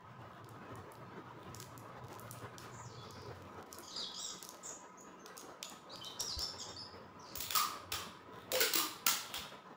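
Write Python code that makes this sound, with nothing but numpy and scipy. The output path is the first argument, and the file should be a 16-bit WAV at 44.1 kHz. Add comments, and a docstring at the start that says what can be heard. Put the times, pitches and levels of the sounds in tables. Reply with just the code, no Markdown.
"""Outdoor wash runs throughout; over it a low rumble opens the scene, fades, and later returns fainter.
Someone on a stone floor presses tape round a bundle of stalks, in filtered noise snaps and fine ticks.
From 2.7 s a small bird squeals further off, built from unsteady harmonics and hiss; the bundle is set down.
From 7.35 s packing tape is ripped off its roll in short jerks, each a burst of tiny glue snaps.
The freed strip twangs lower as it lengthens, in two sagging sine modes, and the bare room rings."""
import sys
import numpy as np
from scipy import signal
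from scipy.fft import rfft, irfft, next_fast_len
from scipy.io import wavfile
from scipy.ndimage import uniform_filter1d

SR = 44100
rng = np.random.default_rng(int(sys.argv[2]) if len(sys.argv) > 2 else 0)


def output_pcm(signal):
    """Save a mono or channel-first signal as 16-bit PCM at the path in sys.argv[1].

    Samples are clipped to [-1, 1] before scaling.
    """
    pcm = np.clip(np.atleast_2d(signal).T, -1, 1) * 32767
    wavfile.write(sys.argv[1], SR, np.round(pcm).astype(np.int16))


N = 430416
TIME = np.arange(N) / SR


def amp(db):
    """Turns dB into a linear gain."""
    return 10 ** (np.asarray(db) / 20)


def unit(x):
    """Scales a signal to an rms of 1."""
    return x / np.sqrt(np.mean(x ** 2) + 1e-20)


def read(points, hz):
    """Reads a spectrum table, joined on a log-frequency axis."""
    f, value = np.transpose(points)
    return np.interp(np.log(hz + 1), np.log(f + 1), value)


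def add(mix, s, sound):
    """Lays a sound into the mix at s seconds, cut at the end."""
    part = mix[max(round(s * SR), 0):][:len(sound)]
    part += sound[:len(part)]


def colour(x, points, tilt_db=0):
    """Filters x by a spectrum and a tilt per octave above 1 kHz, keeping the power of white noise."""
    hz = np.fft.rfftfreq(len(x), 1 / SR)
    tilt = tilt_db * np.log2(np.maximum(hz, 1000) / 1000)
    gain = unit(amp(read(points, hz) + tilt))
    return irfft(rfft(x) * gain, len(x))


def wander(size, rate_hz):
    """Smooth random motion, cut from a stretch of rms 1, fading out of the spectrum around the given rate."""
    hz = np.fft.rfftfreq(next_fast_len(size + SR // 4), 1 / SR)
    noise = rng.standard_normal(2 * len(hz) - 2)
    return unit(irfft(rfft(noise) * np.exp(-(hz / rate_hz) ** 2)))[:size]


def fade(size, edge_s):
    """A gate with soft ends."""
    ramp = np.arange(size) / SR / edge_s
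    return np.clip(np.minimum(ramp, ramp[::-1]), 0, 1)


def envelope(t, rise_s, hold_s, release_s):
    """Rises from t = 0, holds until hold_s, then dies away exponentially."""
    return np.clip(t / rise_s, 0, 1) * np.exp(-np.clip((t - hold_s) / release_s, 0, 20))


# Decay of the room's tail. Each row: frequency in Hz, time to fall 60 dB in seconds.
TAIL_T60 = [(100, 0.75), (500, 0.34), (1300, 0.57), (3500, 0.59), (7000, 0.43), (10000, 0.45), (15000, 0.3)]
# Echoes from nearby walls. Each row: delay in seconds, linear gain before the echo_db trim.
WALL_ECHOES = [(.0088, 0.24), (0.0176, 0.39), (0.0195, 0.19), (.0238, .33), (0.03, 0.05)]


def walls(x, wet_db, echo_db, build_s=0.0092):
    """A few wall echoes and a dense tail in which each pitch region dies at its own rate."""
    t = np.arange(SR) / SR
    taps = rng.choice([-1., 1.], SR) * (rng.random(SR) < .2)
    taps *= np.clip((t - .005) / build_s, 0, 1)
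    hz, when, z = signal.stft(taps, SR, nperseg=256)
    decay = amp(-60 * when / read(TAIL_T60, hz)[:, None])
    tail = signal.istft(z * decay, SR, nperseg=256)[1]
    response = amp(wet_db) * tail / np.linalg.norm(tail)
    for delay, gain in WALL_ECHOES:
        response[round(delay * SR)] += gain * amp(echo_db)
    return signal.fftconvolve(x, response)[:N]


def room(source, wet_db, echo_db, count=3):
    """A crackling sheet sends a different wave each way: one to the microphone, the others to the walls."""
    direct = source()
    reflected = sum(walls(source(), wet_db, echo_db) for _ in range(count))
    return direct + reflected / np.sqrt(count)


# Tone of the outdoor wash. Each row: frequency in Hz, relative level in dB.
WASH_COLOUR = [(30, -31), (60, -9.5), (100, -10.5), (180, 1), (260, 0), (450, 1.5), (750, -4.5), (1000, -1),
               (1290, -5), (1480, -7.5), (2200, -15.5), (4000, -25), (7500, -34.5), (8300, -43),
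               (16000, -44)]
# Slow fader on the wash. Each row: time in seconds, level in dB before the trim and flicker.
WASH_FADER = [(0, -57), (1.1, -54), (2.7, -54), (4.7, -57), (6.4, -55), (9.76, -55)]
# Steady drones in the distance. Each row: frequency in Hz, width in Hz, level in dB.
DISTANT_DRONES = [(183, 10.6, -70), (459.6, 25, -80), (1001, 39, -66), (1242, 22, -68.5), (1280, 22, -68)]


def outdoors(level_db=0.5, patchy_db=3, flicker_db=2.02):
    """A dull wash with drifting patches and faint drones, each a sine with random amplitude."""
    noise = colour(rng.standard_normal(N), WASH_COLOUR)
    z = signal.stft(noise, nperseg=1024, noverlap=768)[2]
    patches = uniform_filter1d(rng.standard_normal(z.shape), size=14, axis=1)  # smooth over time
    patches = unit(uniform_filter1d(patches, size=3, axis=0))  # smooth over frequency
    wash = unit(signal.istft(z * amp(patchy_db * patches), nperseg=1024, noverlap=768)[1][:N])
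    fader_db = np.interp(TIME, *np.transpose(WASH_FADER))
    wash *= amp(fader_db + level_db + flicker_db * wander(N, 20))
    for hz, width, db in DISTANT_DRONES:
        wash += amp(db) * unit(wander(N, width) * np.sin(2 * np.pi * hz * TIME))
    return wash


# Tone of the rumble. Each row: frequency in Hz, relative level in dB.
RUMBLE_COLOUR = [(25, -19), (50, -28.5), (85, -5), (118, 6.5), (150, -6.5), (240, -15), (400, -35),
                 (900, -87)]
# Spells of distant rumble. Each row: start in seconds, length in seconds, level in dB before the throb.
RUMBLE_SPELLS = [(0, 0.52, -58), (0.696, 2.7, -55.5), (5.896, 3.6, -68)]
# Spells of a low hum. Each row: start in seconds, length in seconds.
HUM_SPELLS = [(2.9, 0.83), (6.45, 1.85)]
RUMBLE_RISE_S, RUMBLE_RELEASE_S, RUMBLE_REST_DB = 0.038, 0.13, -82.5
HUM_HZ, HUM_WIDTH_HZ, HUM_DB = 92, 11.4, -63.5


def rumble(throb_db=3, throb_hz=7.1):
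    """A throbbing low rumble and a wavering hum come and go in the distance."""
    swell = amp(RUMBLE_REST_DB) + np.zeros(N)
    for s, length, db in RUMBLE_SPELLS:
        swell += amp(db) * envelope(TIME - s, RUMBLE_RISE_S, length, RUMBLE_RELEASE_S)
    noise = colour(rng.standard_normal(N), RUMBLE_COLOUR) * amp(throb_db * wander(N, throb_hz))
    hum = amp(HUM_DB) * unit(wander(N, HUM_WIDTH_HZ) * np.sin(2 * np.pi * HUM_HZ * TIME))
    hum_gate = sum(envelope(TIME - s, RUMBLE_RISE_S, length, RUMBLE_RELEASE_S) for s, length in HUM_SPELLS)
    return noise * swell + hum * hum_gate


# Bird calls. Each row: start in seconds, climb, hold and drop in seconds, top pitch in Hz,
# level in dB before the level_db trim, rasp from 0 to 1, strength of the other harmonics in dB.
SQUEALS = [ (2.712, 0.0015, .11, 0.11, 7080, -55.5, 0.6, -19), (2.92, 0, .1, 0.065, 4400, -59.5, 0.85, -4),
           (2.971, 0, 0.074, 0.0044, 3400, -57, 0.18, -13),
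           (3.026, 0.0062, 0.21, 0.051, 5000, -58.5, 1, -12),
           (3.823, 0, .075, 0.021, 6650, -49.5, 0.62, 5.5), (3.903, 0, 0.072, 0.013, 4200, -45.5, 1, -9),
           (3.956, 0.0013, 0.019, 0.076, 4866, -37, 0.23, -6.5),
           (4.139, 0.0097, 0.032, 0.0093, 6620, -42.5, .45, 14),
           (4.176, 0.025, 0.048, .035, 7610, -39, 0.2, 6.5), (4.278, 0.0051, 0.036, 0, 6600, -44, 0.56, 6),
           (4.628, 0, 0.049, 0.0003, 7230, -42, 0.57, -8),
           (4.666, 0.00064, 0.041, 0, 6630, -40.5, 0.63, -20),
           (4.971, 0.021, 0.025, 0.005, 6830, -53, 0.21, -30), (5.19, 0, 0.027, 0, 6250, -58, 0.2, -14),
           (5.368, 0, 0.038, 0, 6640, -51, 0.1, -6), (5.638, 0.0038, 0.039, 0, 6900, -48.5, 0.2, -19),
           (5.893, 0.049, .018, 0.0011, 4900, -47, .25, -9),
           (6.011, 0.0021, 0.035, 0, 3100, -42.5, 0.2, -16),
           (6.044, 0.016, 0.012, 0.014, 3880, -42.5, 0.6, -5), (6.15, 0, 0.048, 0.0083, 4660, -63, .9, -5),
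           (6.191, 0.016, .018, 0, 5710, -32, 0.28, -3.5),
           (6.273, 0.00066, 0.0053, 0.06, 5340, -36, 0.17, -11),
           (6.38, 0.037, 0.025, 0.012, 5420, -34.5, 0.26, -7),
           (6.583, 0.0026, 0.011, 0.041, 7330, -40, 0.4, 6),
           (6.681, 0.004, 0.023, 0.014, 7320, -47, .25, 9),
           (6.76, 0.034, 0.019, 0.014, 5170, -42, .04, -18),
           (7.19, 0.0018, 0.024, .06, 5800, -55.5, 0.47, -11), (7.254, 0, .08, 0.021, 4650, -53.5, 1, -4)]
# Tone of the other harmonics and the hiss. Each row: frequency in Hz, relative level in dB.
THROAT_COLOUR = [(2500, -13), (3600, -10), (5500, -6.5), (7500, -6.5), (8300, -37), (14000, -48)]
CLIMB_OCTAVES_PER_S, DROP_OCTAVES_PER_S = 7.5, 7.5
SOFTER_DB_PER_OCTAVE, RASP_PER_OCTAVE = 3, 0.44  # below its top pitch the voice is weaker and hoarser


def bird(jitter=0.089, jitter_hz=800, level_db=-8, throb_db=3, octave_db=-26, hiss_db=-13):
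    """A shrill voice with one leading harmonic climbs, holds and drops; rasp shakes the pitch into a hiss."""
    out, voice_hz = np.zeros(N), 1800  # rough fundamental, used to choose the leading harmonic
    hiss = colour(rng.standard_normal(N), THROAT_COLOUR, tilt_db=-9.5)
    for s, climb, hold, drop, top_hz, db, rasp, buzz_db in SQUEALS:
        t = np.arange(0, climb + hold + drop, 1 / SR)
        below = CLIMB_OCTAVES_PER_S * np.maximum(climb - t, 0)  # octaves under the top pitch
        below += DROP_OCTAVES_PER_S * np.maximum(t - climb - hold, 0)
        hz = top_hz * 2 ** -below
        n, lead = len(t), max(round(hz.mean() / voice_hz), 1)
        shake = jitter * (rasp + RASP_PER_OCTAVE * below) * wander(n, jitter_hz)
        turns = np.cumsum(hz / lead * (1 + shake)) / SR
        voice = amp(hiss_db) * np.sqrt(abs(rasp)) * hiss[round(s * SR):][:n]
        for k in range(2, 2 * lead + 1):
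            if k == lead:
                harmonic_db = 0
            elif k == 2 * lead:
                harmonic_db = octave_db
            else:
                harmonic_db = buzz_db + read(THROAT_COLOUR, hz * k / lead)
            voice += amp(harmonic_db) * np.sin(2 * np.pi * k * turns)
        effort = amp(db + level_db - SOFTER_DB_PER_OCTAVE * below) * fade(n, 0.0076)
        add(out, s, effort * unit(voice * amp(throb_db * wander(n, 150))))
    return out


# Soft bumps on the floor. Each row: start in seconds, peak of the envelope in dB, frequency in Hz.
FLOOR_BUMPS = [(6.366, -36.5, 70.5), (7.374, -47, 73), (7.931, -43.5, 86.5), (9.382, -48.5, 76.5)]


def bumps(rise_s=0.0094):
    """Hand and roll meet the floor with a dull, short push: a low sine under a quick swell."""
    out, t = np.zeros(N), np.arange(SR // 5) / SR
    for s, db, hz in FLOOR_BUMPS:
        push = t / rise_s * np.exp(1 - t / rise_s)
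        add(out, s, amp(db) * push * np.sin(2 * np.pi * hz * t))
    return out


# Fingers rub the tape and the stalks. Each row: start in seconds, length in seconds, level in dB.
FINGER_RUSTLES = [(1.59, 0.055, -61), (2.037, 0.38, -71.5), (2.578, 0.054, -59.5), (3.1, 0.93, -82),
                  (5.377, 0.043, -64), (5.64, .08, -66), (5.925, 0.22, -72.5), (6.387, 0.051, -71)]
# Tone of ticks, rustles and crinkles. Each row: frequency in Hz, relative level in dB.
HANDLING_COLOUR = [(300, -18), (2000, -10), (3000, -1), (7000, 4), (8500, -1), (13000, 3.5), (16000, -2)]


def fingering(ticks_per_s=30, level_db=-81, spread_db=7.0, rustle_per_s=130):
    """Faint ticks while the fingers smooth the tape on, loudest near 4.5 s, with denser short rustles."""
    sizes = rng.choice([-1., 1.], N) * amp(spread_db * np.minimum(rng.exponential(1, N), 3))
    busy_db = np.interp(TIME, [.5, 1.8, 4.5, 4.9], [-10, -7.5, 9, -17])
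    ticks = unit(sizes * (rng.random(N) < ticks_per_s / SR)) * amp(level_db + busy_db)
    grains = unit(sizes * (rng.random(N) < rustle_per_s / SR))
    for s, length, db in FINGER_RUSTLES:
        ticks += amp(db) * grains * ((TIME > s) & (TIME < s + length))
    return colour(ticks, HANDLING_COLOUR, tilt_db=-6.5)


# Crinkles of tape and stalks under the fingers.
# Each row: start in seconds, nominal peak in dB before crest_db is taken off, centre in Hz.
CRINKLE_SNAPS = [(0.4447, -46, 3930), (0.4902, -44, 7500), (0.7557, -43, 7300), (0.92, -42, 10200),
                 (0.9536, -47.5, 2540), (1.5466, -32.5, 5600), (1.6012, -31, 5900), (1.7779, -38, 7500),
                 (2.1298, -42.5, 5870), (2.1958, -36.5, 10700), (2.311, -30, 9800), (2.5829, -32.5, 4430),
                 (3.108, -39, 5210), (3.7283, -30.5, 6100), (3.7858, -34, 9000), (4.0, -45, 4960),
                 (4.4268, -29.5, 5570), (4.45, -35, 6700), (4.49, -30.5, 6030), (5.008, -47, 7300),
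                 (5.261, -34.5, 3830), (5.3689, -39, 6260), (5.378, -31.5, 6150), (5.411, -40, 6900),
                 (5.6284, -23, 2920), (5.698, -35, 6880), (5.958, -36, 2930), (6.046, -33.5, 4800),
                 (6.2067, -21.5, 5400), (6.392, -26, 5000), (6.4214, -29, 5160)]
CRINKLE_DECAY_S = .0013


def crinkles(focus_db=11, crest_db=22):
    """Each crinkle is a very short noise snap, favouring its own pitch by focus_db per octave."""
    out, t = np.zeros(N), np.arange(1024) / SR
    hz, lead = np.fft.rfftfreq(len(t), 1 / SR), 64  # samples of room before the onset
    for s, db, centre_hz in CRINKLE_SNAPS:
        snap = np.roll(rng.standard_normal(len(t)) * np.exp(-t / CRINKLE_DECAY_S), lead)
        octaves_off = abs(np.log2((hz + 1) / centre_hz))
        snap = irfft(rfft(snap) * amp(read(HANDLING_COLOUR, hz) - focus_db * octaves_off))
        add(out, s - lead / SR, amp(db - crest_db) * unit(snap))
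    return out


# Spells of slow peeling, first from the bundle, then round the jerks.
# Each row: start in seconds, length in seconds, level in dB.
PEEL_SPELLS = [(0.3, 0.066, -70.5), (1.363, .07, -69), (7.38, .1, -56), (7.557, 0.05, -52),
               (8.31, .12, -66.5), (8.528, 0.12, -54), (8.734, .075, -50), (9.23, 0.15, -58),
               (9.337, 0.054, -50)]
PEEL_RISE_S, PEEL_RELEASE_S = 0.033, 0.009


def peel(snaps_per_s=320, spread_db=5):
    """In slow peeling the glue lets go as a fine crackle of random clicks."""
    snaps = rng.choice([-1., 1.], N) * (rng.random(N) < snaps_per_s / SR)
    snaps *= amp(spread_db * np.minimum(rng.exponential(1, N), 4))
    crackle = unit(colour(snaps, [(100, -19.5), (350, -2.5), (800, -20.0), (1300, -8.5), (2800, -3.0),
                                  (3600, 5), (4800, -15.5), (9000, -16.5), (16000, -18.5)]))  # (Hz, dB)
    swell = sum(amp(db) * envelope(TIME - s, PEEL_RISE_S, length, PEEL_RELEASE_S)
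                for s, length, db in PEEL_SPELLS)
    return crackle * swell


# The harder jerks pluck the taut strip. Each row: start in seconds, decay in seconds,
# low mode's starting pitch in Hz and level in dB, high mode's starting pitch in Hz and level in dB.
STRIP_TWANGS = [(7.55, 0.035, 447, -71, 1323, -32), (7.575, .02, 420, -68, 1082, -40),
                (7.921, 0.076, 447, -54.5, 1293, -49.5), (8.527, 0.059, 549, -39.5, 1580, -64),
                (8.606, 0.019, 443, -37, 1475, -38), (8.752, 0.027, 334.7, -42.5, 1286, -38),
                (8.795, 0.022, 306, -50, 1053, -43), (9.066, 0.0089, 256, -53, 1353, -37.5)]
TWANG_RISE_S, TWANG_HOLD_S, TWANG_LENGTH_S = 0.001, 0.0069, .15
SAG_OCTAVES_PER_S = 2.4  # the pitch sags as more tape comes free


def strip(wobble_hz=55, flutter_hz=170, throb_db=4.0):
    """Two modes of the stretched strip, unsteady as its tension jumps; the low one wobbles less."""
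    out, t = np.zeros(N), np.arange(0, TWANG_LENGTH_S, 1 / SR)
    sag = 2 ** (-SAG_OCTAVES_PER_S * t)
    for s, decay_s, low_hz, low_db, high_hz, high_db in STRIP_TWANGS:
        for hz, db in ((low_hz, low_db), (high_hz, high_db)):
            wobble = wobble_hz * np.sqrt(hz / 1000) * wander(len(t), flutter_hz)
            turns = np.cumsum(hz * sag + wobble) / SR
            mode = unit(np.sin(2 * np.pi * turns) * amp(throb_db * wander(len(t), flutter_hz)))
            add(out, s, amp(db) * mode * envelope(t, TWANG_RISE_S, TWANG_HOLD_S, decay_s))
    return out


# Jerks of the tape. Each row: start in seconds, length in seconds, level in dB,
# brightness in dB per octave above 1 kHz, ring of the film in Hz.
TAPE_JERKS = [(7.3543, 0.0057, -39, 3, 6760), (7.403, 0.012, -40, 2.5, 4220),
              (7.506, 0.0046, -34.5, -0.5, 3370), (7.551, 0.0089, -31.5, 1, 4730),
              (7.561, 0.0038, -28.5, 1, 4320), (7.919, 0.0093, -36, -1.5, 3510),
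              (8.518, 0.007, -34.5, 0.5, 3895), (8.537, 0.0037, -39, -2, 4100),
              (8.552, 0.0088, -35.5, -3, 2950), (8.604, 0.0055, -29.5, 1, 4500),
              (8.6115, 0.0066, -29.5, 0, 2100), (8.735, 0.0067, -31, 1, 4200),
              (8.755, 0.0057, -29, 2, 4060), (8.784, 0.0052, -32.5, 2.5, 3800),
              (9.0643, 0.0064, -24.5, 0.5, 6280), (9.34, 0.0098, -40.5, -2.5, 3430)]
# Tone of the ripping film. Each row: frequency in Hz, relative level in dB.
FILM_COLOUR = [(100, -37), (250, -17), (470, -16.5), (800, -3.5), (1300, -3.5), (2000, -3), (2600, -1),
               (4200, -2.5), (5600, 0), (6300, -5.5), (7300, 0), (8300, -8.5), (13000, -7), (16000, -5)]


def rips(snaps_per_s=6000, sag_db=6, ring_db=6, ring_octaves=0.13):
    """The peel front races across the tape in a few ms, snapping threads of glue; the film rings with them."""
    out, pad = np.zeros(N), 256  # samples of silence either side of a burst
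    hz = np.geomspace(100, SR / 2, 200)
    for s, length, db, bright_db, ring_hz in TAPE_JERKS:
        n = max(int(length * SR), 32)
        snaps = rng.standard_normal(n) * (rng.random(n) < snaps_per_s / SR)
        sag = amp(-sag_db * np.arange(n) / n)  # the burst weakens towards its end
        burst = np.pad(unit(snaps * fade(n, 0.00086) * sag), pad)
        ring = ring_db * np.exp(-(np.log2(hz / ring_hz) / ring_octaves) ** 2)
        film_db = read(FILM_COLOUR, hz) + ring
        add(out, s - pad / SR, amp(db) * colour(burst, np.c_[hz, film_db], bright_db))
    return out


def scene():
    """Mixes tape, hands and bird in the room with the sounds outdoors."""
    crackle, twang, calls = peel(), strip(), bird()
    tape = room(rips, wet_db=2.0, echo_db=-3.5)
    tape += crackle + walls(crackle, wet_db=-1.5, echo_db=-23)
    tape += twang + walls(twang, wet_db=-0.5, echo_db=-1)
    hands = room(crinkles, wet_db=-6.0, echo_db=-5.5, count=2)
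    hands += room(fingering, wet_db=1.5, echo_db=-6, count=1) + bumps()
    squeals = calls + walls(calls, wet_db=-1.0, echo_db=-7.5)
    return (tape + hands + squeals + outdoors() + rumble())[None]


# Response of the microphone. Each row: frequency in Hz, gain in dB.
MIC_RESPONSE = [(20, -2.5), (13500, 1.5), (14300, -5), (15100, 12), (15600, 11), (16000, -33)]
EDGE_HZ = 16200


def record(dry):
    """The microphone port rings in the top treble; then a low-pass sets the band limit."""
    hz = np.fft.rfftfreq(N, 1 / SR)
    heard = irfft(rfft(dry) * amp(read(MIC_RESPONSE, hz)), N)
    low_pass = signal.firwin(511, EDGE_HZ, window=("kaiser", 9), fs=SR)
    return signal.oaconvolve(heard, low_pass[None], "same")


dry = scene()
out = record(dry)
output_pcm(out)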